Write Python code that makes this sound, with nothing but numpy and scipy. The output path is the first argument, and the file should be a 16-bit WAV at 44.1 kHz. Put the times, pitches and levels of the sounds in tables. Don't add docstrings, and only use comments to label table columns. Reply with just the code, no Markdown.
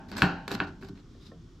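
import sys
import numpy as np
from scipy import signal
from scipy.fft import rfft, irfft
from scipy.io import wavfile

SR = 44100
rng = np.random.default_rng(int(sys.argv[2]) if len(sys.argv) > 2 else 0)


def store_pcm(level_fs):
    pcm = np.round(np.clip(level_fs, -1, 1) * 32767).astype(np.int16)
    wavfile.write(sys.argv[1], SR, np.atleast_2d(pcm).T)


N = 70560
LEAD = SR // 4
TIME = np.arange(SR) / SR

# (frequency [Hz], level [dB], t60 [s])
WALL_MODES = [(503.7, -42, .3), (629, -46.5, 0.82), (764, -37, .45), (794.4, -38.5, .65),
              (841.4, -40, 0.292), (887.5, -45, 0.99), (950, -34, 0.27), (1061.5, -31, .2),
              (1100, -48, 0.67), (1356, -34.5, 0.18), (1387, -30.5, 0.3), (1466, -28.5, .33),
              (1528, -34.5, 0.43), (1464, -40.5, 0.16), (1687, -34, 0.14), (1799, -37, .25),
              (1843, -40.5, 0.16), (2326, -44.5, 0.21), (2604, -40, 0.21), (2680, -40, .28),
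              (2836, -40.5, 0.21), (3170, -48.5, .28), (4300, -41, 0.23), (4460, -52.5, 0.16)]
# (frequency [Hz], gain [dB])
GRIT_EQ = [(100, -20), (400, -5.5), (1000, -9.5), (1600, -12), (2000, -14.5), (2700, -17), (3400, -18),
           (4150, -12), (4700, -15.5), (5200, -16), (6000, -22.5), (8000, -26.5), (9500, -37), (11000, -32),
           (12200, -21), (13300, -32), (15000, -47)]


def knocks(grip_from_s=.59, grip_db_per_s=68):
    # (time [s], strength [dB], ring high cut [Hz], boom gain [dB],
    # boom low cut [Hz], tick gain [dB], tick pitch [Hz])
    blows = [(-.21, 3, 2500, -1, 100, -45, 4400), (0.116, -27, 9000, -30, 247, -12, 4480),
             (0.1604, -24, 1616, -36.5, 300, -32, 4500), (0.1683, -22, 9000, -34, 300, -8.5, 5000),
             (0.1807, -23, 9000, -44, 200, -9, 7740), (0.186, -22.5, 5000, -19, 200, -27, 4300),
             (.2200, 3, 12000, -0.5, 40, -4, 5420), (.4790, -19.5, 7000, -21, 300, -20.5, 4440),
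             (.5095, -15, 1500, -10.5, 250, -36, 4500), (0.5155, -22, 9000, -32, 250, -2, 3820),
             (.5270, -27, 6000, -23, 100, -16, 4350), (.5506, -23, 7000, -29, 300, -6.5, 4150),
             (.6018, -4.5, 3500, -7, 281, -22, 3900), (0.8251, -29, 2450, -26, 350, -39, 4800),
             (.833, -30, 1580, -26, 355.7, -35, 4800), (.8860, -50, 9000, -18.5, 166, -25, 4800),
             (0.9756, -43, 6000, -30.5, 200, -33, 4200)]
    out = np.zeros((2, N + LEAD))
    ring = crack() + modes(WALL_MODES) + dense_ring()
    boom = hollow_boom()
    for start, db, high_cut, boom_db, low_cut, tick_db, tick_hz in blows:
        thud = signal.lfilter(*signal.butter(2, low_cut, "high", fs=SR), boom)
        grip = amp(-grip_db_per_s * TIME * (start > grip_from_s))
        clang = amp(db) * grip * dull(ring, high_cut)
        add(out, start, clang + amp(boom_db) * thud + amp(tick_db) * tick(tick_hz))
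    return out[:, LEAD:]


def tick(hz, puff_db=-10.5, puff_t60=0.021, ping_db=-27, ping_t60=0.02):
    puff = colour(stereo_noise(N=SR), GRIT_EQ) * amp(puff_db - 60 * TIME / puff_t60)
    return puff + modes([(hz, ping_db, ping_t60)])


def crack(side_db=-13, echo_cut_hz=2400):
    # (frequency [Hz], level [dB], t60 [s])
    fitting_modes = [(1058, -14.5, 0.011), (1380, -15, 0.025), (1605, -14.5, .022), (2207, -15, 0.0074),
                     (2624, -15.5, 0.013), (3250, -17.5, 0.0051), (4150, -20.5, 0.0077), (4720, -30, 0.015),
                     (8500, -40.5, 0.0029), (12100, -41, 0.011)]
    # (delay [s], gain [dB])
    echoes = [(0.0107, -18.5), (0.0186, -10)]
    direct = modes(fitting_modes)
    reflected = dull(direct, echo_cut_hz)
    mid = direct + sum(amp(db) * np.roll(reflected, round(delay * SR)) for delay, db in echoes)
    side = amp(side_db) * unit(np.gradient(mid)) * mid.std()
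    return np.array([mid - side, mid + side])


def hollow_boom(rise_s=.005):
    # (frequency [Hz], level [dB], t60 [s])
    air_modes = [(80.3, -25, .22), (143.1, -17.5, 0.18), (174.4, -25, 0.53), (186.4, -14.5, 0.15),
                 (262.4, -37, 0.75), (292, -27, .4), (318, -25.5, 0.14), (347.4, -36.5, 0.56),
                 (394, -28.5, 0.33)]
    return modes(air_modes) * (1 - np.exp(-TIME / rise_s))


def dense_ring(rise_s=0.0011):
    # (centre [Hz], level [dB], t60 [s])
    bands = [(69, -22.5, .5), (221.7, -19.5, .4), (360, -17.5, 0.36), (438.5, -21.5, .45),
             (802, -21.5, 0.65), (1160, -19, .36), (1600, -13.5, 0.48), (2010, -30, 0.46),
             (2695, -26, 0.49), (3580, -23.5, 0.12), (4175, -31.5, 0.47), (5800, -43.5, 0.36),
             (7950, -39, 0.15), (10100, -57.5, 0.1), (12300, -42.5, .2), (15000, -75, 0.18)]
    centres, levels, t60s = np.transpose(bands)
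    hz = np.fft.rfftfreq(SR, 1 / SR)
    spectrum = rfft(stereo_noise(SR)) * amp(curve_at(list(zip(centres, levels)), hz))
    wash = 0
    for solo, t60 in zip(np.eye(len(bands)), t60s):
        crossfade = curve_at(list(zip(centres, solo)), hz)
        wash = wash + irfft(spectrum * crossfade, SR) * amp(-60 * TIME / t60)
    return wash * (1 - np.exp(-TIME / rise_s))


def scrapes(grit_db=-14.5, body_db=-51, room_db=-8, room_t60=0.15):
    slips = stick_slip()
    grit = amp(grit_db) * colour(spread(*slips), GRIT_EQ)
    room_tail = unit(rng.standard_normal((2, SR)) * amp(-60 * TIME / room_t60)) / np.sqrt(SR)
    room = signal.fftconvolve(grit, room_tail, axes=1)[:, :N]
    body = signal.fftconvolve(slips[:1], modes(WALL_MODES) + dense_ring(), axes=1)[:, :N]
    return grit + amp(room_db) * room + amp(body_db) * body


def stick_slip(slips_per_s=3000, spread_db=4, rise_s=0.0017, release_s=0.0091):
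    # (start [s], length [s], level [dB], high cut [Hz])
    strokes = [(0.084, 0.0324, -23, 12000), (0.123, 0.039, -12.5, 4830), (0.164, 0.034, -6.5, 13700),
               (0.187, 0.049, -10, 8900), (0.478, 0.013, -4.5, 12000), (0.493, 0.033, -13.5, 11200),
               (.515, .043, -6.5, 11200), (0.547, 0.11, -17.5, 5040), (0.669, 0.031, -20.5, 5540),
               (0.81, 0.045, -24, 11100), (0.844, 0.06, -27.5, 9000), (0.886, 0.0094, -16.5, 6500),
               (0.952, 0.061, -31, 6170)]
    train = (rng.random((2, N)) < slips_per_s / SR) * rng.choice([-1, 1], (2, N))
    train = train * amp(spread_db * np.minimum(rng.exponential(1, (2, N)), 4))
    out = np.zeros((2, N + LEAD))
    for start, length, db, high_cut in strokes:
        t = np.arange(0, length, 1 / SR)
        envelope = np.minimum(t / rise_s, 1) * np.minimum((length - t) / release_s, 1)
        burst = unit(train[:, round(start * SR):][:, :len(t)])
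        add(out, start, dull(amp(db) * envelope * burst, high_cut))
    return out[:, LEAD:]


def palm_rub(gain_db=-41.5):
    # (time [s], level [dB])
    pressure = [(0, -10), (.08, -7), (.13, 4.5), (.21, 0), (.44, -12.5), (.5, -3), (.535, 6), (.59, -0.5),
                (.77, -16), (.84, 4.5), (.875, -16.5), (.905, 1), (1., -17.5), (1.14, -9.5), (1.22, -18),
                (1.3, -9), (1.42, -20.5), (1.6, -23)]
    # (frequency [Hz], relative level [dB], t60 [s])
    rub_modes = [(87.7, -1.5, 0.34), (125, -5.5, .15), (198.4, 3, 0.22), (240.3, 3.5, 0.11),
                 (281.2, -2.5, 0.27), (387.6, -1.5, 0.17)]
    drag = dull(rng.standard_normal(N) * fader(pressure), hz=506)
    resonance = unit(modes(rub_modes)) / np.sqrt(SR)
    return amp(gain_db) * signal.fftconvolve(drag, resonance)[:N]


def skin_slide():
    # (time [s], level [dB])
    swell = [(1.06, -89), (1.12, -71.5), (1.19, -72), (1.23, -60.5), (1.25, -63), (1.268, -54),
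             (1.283, -61.5), (1.3, -65), (1.36, -88)]
    # (frequency [Hz], relative level [dB])
    skin_eq = [(500, -17), (1300, -6.5), (2200, -10), (3300, -7.5), (3850, 3), (4400, -8), (5000, -3.5),
               (6500, -16.5), (10000, -26), (12300, -25), (15000, -39)]
    return fader(swell) * unit(colour(stereo_noise(N), skin_eq))


def finger_taps():
    # (time [s], gain [dB])
    taps = [(1.148, -66), (1.3165, -55)]
    # (frequency [Hz], level [dB], t60 [s])
    cap_modes = [(348, -1, 0.15), (457, 5, .22), (535, 6, 0.12), (639, -0.5, 0.2), (715, -3.5, 0.22),
                 (1073, 0, 0.084), (1327, -6, 0.15), (1800, 3, 0.043), (1930, -7, 0.029)]
    out = np.zeros(N + LEAD)
    for start, db in taps:
        add(out, start, amp(db) * modes(cap_modes))
    return out[LEAD:]


def workshop(air_db=-52, hum_hz=40, hum_db=-57):
    # (frequency [Hz], relative level [dB])
    room_eq = [(15, -22.5), (25, -5.5), (128, -3), (167, -0.5), (191, -17), (326, -10), (543, -29.5),
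               (903, -33), (1240, -27), (1630, -34), (2630, -39), (3440, -32.5), (3930, -37), (5570, -36),
               (7680, -44.5), (8320, -51.5), (15000, -62.5)]
    hum = np.sqrt(2) * np.sin(2 * np.pi * (hum_hz * np.arange(N) / SR + rng.random()))
    air = unit(colour(stereo_noise(N), room_eq))
    return amp(air_db) * air + amp(hum_db) * hum


def modes(table):
    return sum((-1) ** k * amp(db - 60 * TIME / t60) * np.sin(2 * np.pi * hz * TIME)
               for k, (hz, db, t60) in enumerate(table))


def spread(mid, side):
    # (frequency [Hz], side gain [dB])
    width = [(100, -21.5), (300, -9.5), (700, -8), (3000, -6), (12000, -8)]
    side = colour(side, width)
    return np.array([mid + side, mid - side])


def stereo_noise(N):
    return spread(*rng.standard_normal((2, N)))


def dull(x, hz):
    return signal.lfilter(*signal.butter(2, min(hz, .45 * SR), fs=SR), x)


def colour(x, eq):
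    n = x.shape[-1]
    return irfft(rfft(x) * amp(curve_at(eq, np.fft.rfftfreq(n, 1 / SR))), n)


def curve_at(points, hz):
    frequencies, values = np.transpose(points)
    return np.interp(np.log(hz + 1), np.log(frequencies), values)


def fader(points):
    return amp(np.interp(np.arange(N) / SR, *np.transpose(points)))


def add(track, start_s, sound):
    part = track[..., max(round(start_s * SR) + LEAD, 0):][..., :sound.shape[-1]]
    part += sound[..., :part.shape[-1]]


def amp(db):
    return 10 ** (np.asarray(db) / 20)


def unit(x):
    return x / np.sqrt(np.mean(x ** 2) + 1e-20)


def scene():
    return knocks() + scrapes() + palm_rub() + skin_slide() + finger_taps() + workshop()


def record(dry):
    high_cut = signal.firwin(511, 15665, window=("kaiser", 9), fs=SR)
    return signal.oaconvolve(dry, high_cut[None], "same")


dry = scene()
out = record(dry)
store_pcm(out)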